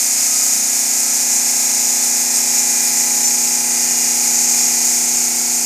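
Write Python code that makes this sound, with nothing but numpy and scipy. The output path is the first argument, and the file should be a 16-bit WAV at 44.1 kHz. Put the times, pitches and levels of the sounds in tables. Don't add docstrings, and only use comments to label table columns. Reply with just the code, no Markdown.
import sys
import numpy as np
from scipy import signal
from scipy.fft import rfft, irfft
from scipy.io import wavfile
from scipy.ndimage import map_coordinates

SR = 44100
rng = np.random.default_rng(int(sys.argv[2]) if len(sys.argv) > 2 else 0)


def makeup_ratio(level_db):
    decades = np.asarray(level_db, float) / 20
    return 10 ** decades


def unload_wav(signal):
    wavfile.write(
        sys.argv[1],
        SR,
        np.round(np.clip(np.atleast_2d(signal).T, -1, 1) * 32767).astype(np.int16),
    )


N = 249164
T = np.arange(N) / SR
SHAFT_HZ = 29.8939


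def walk(rate, shape):
    knots = rng.standard_normal((*shape[:-1], 400))
    at = np.linspace(0, N / SR, shape[-1]) * np.clip(rate, 0, 60)
    i = at.astype(int)
    ease = .5 - .5 * np.cos(np.pi * (at - i))
    blend = knots[..., i] * (1 - ease) + knots[..., i + 1] * ease
    return blend / np.sqrt(.75)


def contour(table, hz):
    f, db = np.transpose(table)
    return np.interp(np.log(hz + 1), np.log(f), db)


def band(spectrum, lo_hz, hi_hz):
    f = np.arange(len(spectrum)) * SR / N
    return irfft(spectrum * (f >= lo_hz) * (f < hi_hz), N)


def arch(s, length):
    return np.cos(np.pi * np.clip((T - s) / length, -.5, .5))


def load():
    # time in seconds, hiss level in dB.
    cut_points = [(0.0, -17.5), (0.05, -16), (0.53, -15.5), (0.61, -17), (1.29, -16), (2.36, -16.5),
                  (2.5, -15.4), (3.57, -17), (4.63, -15), (4.89, -16), (5.65, -17.5)]
    s, db = np.transpose(cut_points)
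    hiss = np.interp(T, s, db)
    spray = .5 * hiss - .25 * T
    grind = .7 * hiss
    return [c - c.mean() for c in (hiss, spray, grind)]


def shaft_orders(scatter_db=3.6, swell_db=2.5, wear=.0105, wear_top=1.6, quick=.26, lift_db=.9):
    # shaft order, top rms in dB, loudest at in seconds, fall in dB fade_s away.
    motor_orders = [(3, -65.5, 4.5, 3.2), (4, -65.5, 3.6, 0.5), (5, -53.0, 5.1, 2.3), (6, -58.0, -1.0, 1.2),
                    (7, -57.5, -1.0, 0.5), (8, -37.0, 4.8, 1.4), (9, -46.0, 1.2, 1.2), (10, -61.0, -1.0, 0),
                    (11, -45.0, 5.6, 0.9), (12, -52.5, 7.0, 1.5), (13, -47.0, 3.3, 2.1),
                    (14, -53.0, 4.9, 4.3), (15, -50.0, 4.7, 1.3), (16, -55.0, 2.8, 2.3)]
    # shaft order, top rms in dB, loudest at in seconds, fall in dB fade_s away.
    housing_orders = [(17, -53, 4.6, 2.5), (18, -56.5, .8, .3), (19, -50, 2.9, .8), (20, -53, 2.6, 3.1),
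                      (21, -56, -1, .4), (23, -48.5, .1, 1.7), (24, -43, 6.4, .7), (25, -47.5, 7, .2),
                      (26, -50.5, .9, 2.2), (27, -52, 3.3, 1.2), (28, -38.5, 3.5, 3.2), (29, -51.5, 4.7, 1),
                      (30, -52, 7, .8), (31, -50.5, 7, .2)]
    # shaft order, top rms in dB, loudest at in seconds, fall in dB fade_s
    resonance_orders = [(56, -46.5, 1.9, 5.0), (62, -49.0, 3.2, 2.7), (67, -43.5, 3.2, 3.4),
                        (71, -46.0, 4.6, 1.8), (72, -45.0, 0.1, 1.0), (75, -44.0, 7.0, 0.6),
                        (77, -56.0, 7.0, 0.6), (80, -43.0, 2.4, 4.9), (81, -43.0, 3.5, 2.5),
                        (82, -46.5, 6.2, 0.3), (83, -46.0, 7.0, 0.1), (87, -48.0, -1.0, 1.2),
                        (89, -51.0, -1.0, 0.0), (91, -50.5, 6.0, 0.8)]
    # shaft order, top rms in dB, loudest at in seconds,
    # fall in dB fade_s away.
    more_resonance_orders = [(32, -56.0, 2.7, 2.0), (33, -49.5, 2.4, 4.2), (34, -53.5, 3.4, 1.5),
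                             (42, -52.0, -1.0, 0.7), (53, -51.5, 3.1, 2.1), (109, -56.0, 3.3, 1.3),
                             (124, -53.5, 0.3, 2.3), (125, -53.5, 1.1, 1.5), (130, -51.0, 2.9, 6.7),
                             (132, -50.0, 2.3, 1.4), (150, -47.0, 7.0, 0.2), (199, -40.5, -1.0, 0.2),
                             (206, -36.0, 2.5, 3.3), (225, -36.0, 2.6, 1.4)]
    # frequency in Hz, rms in dB per order.
    rim_curve = [(1016, -58), (1166, -65), (1315, -61.5), (1644, -55.5), (2093, -52.5), (2541, -55.5),
                 (3139, -59), (3737, -60), (4484, -53.5), (5381, -47), (6577, -42), (7772, -46),
                 (9865, -54.5), (12555, -59)]
    fade_s = 2

    turns = int(N / SR * SHAFT_HZ) + 2
    k = np.arange(500)
    s = np.arange(turns) / SHAFT_HZ
    turn_start = np.minimum((s * SR).astype(int), N - 1)
    hiss, spray, grind = (c[turn_start] for c in load())

    scatter = scatter_db * rng.standard_normal(len(k)) + swell_db * walk(.5, (len(k), turns)).T
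    mean_power_db = .115 * (scatter_db ** 2 + swell_db ** 2)
    db = contour(rim_curve, k * SHAFT_HZ) + scatter - mean_power_db
    db[:, :17] = -200
    for order, top_db, best_s, fall_db in [*motor_orders, *housing_orders, *resonance_orders, *more_resonance_orders]:
        db[:, int(order)] = top_db - fall_db * ((s - best_s) / fade_s) ** 2 + lift_db
    reach = np.clip(k / 60, 0, 1)
    db = db + reach * np.where(k * SHAFT_HZ > 4500, hiss[:, None], grind[:, None])

    loose = np.minimum(wear * k, wear_top)[:, None]
    slow = walk(1.2, (len(k), turns))
    fast = walk(5, (2, len(k), turns))
    phasor = np.exp(1j * (2 * np.pi * rng.random((len(k), 1)) + loose * slow))
    phasor = phasor * (1 + quick * loose * (fast[0] + 1j * fast[1]))
    phasor = phasor / np.sqrt(1 + 2 * (quick * loose) ** 2)

    size = 8192
    waves = irfft(makeup_ratio(db) * phasor.T, size) * size / np.sqrt(2)
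    waves = np.c_[waves, waves[:, 0]]
    place = T * SHAFT_HZ
    return map_coordinates(waves, [place, place % 1 * size], order=1)


def grit_and_spray(shared_db=0.51, own_db=0.47, throb=.05):
    # frequency in Hz, density in dB per Hz.
    rumble_curve = [(40, -108), (80, -95), (150, -76.5), (230, -83.5), (390, -83.5), (640, -76), (850, -79),
                    (980, -75.5), (1150, -78.5), (1280, -72), (1510, -75), (2100, -69), (2460, -69),
                    (2860, -74)]
    # frequency in Hz, density in dB per Hz.
    hiss_curve = [(2860, -73), (3400, -77.5), (3900, -71), (4600, -63), (5300, -57), (6000, -54),
                  (6850, -47.5), (7800, -56), (8700, -55.5), (9500, -61), (11000, -64.5), (12200, -63.5),
                  (14000, -67.5), (15200, -71.5)]
    f = np.arange(N // 2 + 1) * SR / N
    colour = makeup_ratio(contour([*rumble_curve[:-1], *hiss_curve], f)) * np.sqrt(SR / 2)
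    spectrum = rfft(rng.standard_normal(N)) * colour
    hiss, spray, grind = load()
    shared = shared_db * walk(24, (N,))
    out = band(spectrum, 0, 1000)
    for lo in 1000 * 2 ** np.arange(0, 4, .5):
        follow = grind if lo < 3900 else hiss if lo < 7900 else spray
        own = own_db * walk(14, (N,))
        out = out + band(spectrum, lo, lo * 2 ** .5) * makeup_ratio(follow + shared + own)
    spin = 2 * np.pi * SHAFT_HZ * T
    return out * (1 + throb * np.cos(spin) + throb * np.cos(3 * spin + 1))


def tone(events, wobble_hz, flutter_db):
    wobble = wobble_hz * walk(12, (N,))
    flutter = makeup_ratio(flutter_db * walk(14, (N,)))
    out = np.zeros(N)
    for s, length, hz, rise_hz, db in events:
        pitch = hz + rise_hz * np.clip((T - s) / length, -.5, .5) + wobble
        phase = 2 * np.pi * np.cumsum(pitch) / SR
        out += makeup_ratio(db) * arch(s, length) ** 2 * np.sin(phase)
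    return np.sqrt(2) * flutter * out


def slot_whistles():
    # centre in seconds, length in seconds, frequency in Hz, rise in Hz, rms in dB.
    whistle_events = [(.35, 1.3, 1270, 15, -53), (1.0, .5, 1290, 15, -51), (1.55, .7, 1290, -60, -52),
                      (2.4, .6, 1250, 20, -57), (3.4, .9, 1300, 10, -58), (4.22, .35, 1245, -50, -52),
                      (4.6, .35, 1235, 15, -50), (5.35, .8, 1350, 5, -54), (2.5, 1.3, 1900, 300, -50),
                      (3.75, .8, 1805, 20, -50), (3.2, .8, 972, -5, -53), (4.85, .8, 930, 20, -53)]
    return tone(whistle_events, wobble_hz=5, flutter_db=4)


def feed_moans():
    # centre in seconds, length in seconds, frequency in Hz, rise in Hz, rms in dB.
    moan_events = [
        (.6, .33, 211, 0, -45.5),
        (1.35, .4, 212, 1, -47),
        (1.78, .38, 211, -2, -48.5),
        (2.15, .5, 213, 0, -53),
    ]
    return tone(moan_events, wobble_hz=2, flutter_db=2.0)


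def phone_touch():
    # centre in seconds, length in seconds, peak in dB.
    touch_event = (5.015, .03, -62)
    s, length, db = touch_event
    return makeup_ratio(db) * arch(s, length) ** 2


def coarse_treble(x, ease_db_per_s=.6, keep=.47):
    # frequency in Hz, rounding step in dB.
    step_curve = [(11000, -24), (12400, -17), (12800, -11.5), (14100, -16.5), (14800, -11.5),
                  (15100, -19.5), (15270, -22), (15310, 0)]
    size = 1024
    n = np.arange(2 * size)[:, None]
    k = np.arange(500, 800)
    window = np.sin(np.pi * (n + .5) / 2 / size)
    basis = np.sqrt(2 / size) * window * np.cos(np.pi / size * (n + .5 + size / 2) * (k + .5))
    at = np.arange(0, N - 2 * size, size)[:, None]
    lines = x[at + n.T] @ basis
    step = makeup_ratio(contour(step_curve, k * SR / 2 / size) - ease_db_per_s * at / SR)
    rounded = np.sign(lines) * step * np.floor(np.abs(lines) / step + keep)
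    error = (rounded - lines) @ basis.T
    return x + np.bincount((at + n.T).ravel(), error.ravel(), N)


def side_bursts():
    # centre in seconds, length in seconds, low edge in Hz, high edge in Hz, level in dB.
    burst_events = [(.182, .046, 4200, 5800, -30), (2.968, .046, 8300, 9700, -29),
                    (3.153, .046, 13100, 14600, -37), (3.259, .069, 5600, 7000, -20),
                    (3.27, .046, 7000, 8300, -24), (3.27, .046, 9000, 10400, -32),
                    (3.874, .046, 12400, 14600, -34), (4.107, .046, 9000, 10400, -30),
                    (4.432, .046, 7600, 9100, -28), (4.432, .046, 11800, 13200, -34),
                    (5.64, .046, 11800, 13200, -34)]
    white = rfft(rng.standard_normal(N))
    side = np.zeros(N)
    for s, length, lo, hi, db in burst_events:
        unit_noise = band(white, lo, hi) * np.sqrt(SR / 2 / (hi - lo))
        side += makeup_ratio(db) * arch(s, length) * unit_noise
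    return np.array([side, -side])


def scene():
    mono = shaft_orders() + grit_and_spray() + slot_whistles() + feed_moans() + phone_touch()
    return np.array([mono, mono])


def band_limit(x):
    return signal.sosfilt(signal.butter(12, 15740, fs=SR, output="sos"), x)


def record(dry):
    coarse = [coarse_treble(c) for c in dry]
    low_pass = signal.ellip(12, .3, 90, 15400, fs=SR, output="sos")
    x = signal.sosfilt(low_pass, coarse)
    return band_limit(x + side_bursts())


dry = scene()
out = record(dry)
unload_wav(out)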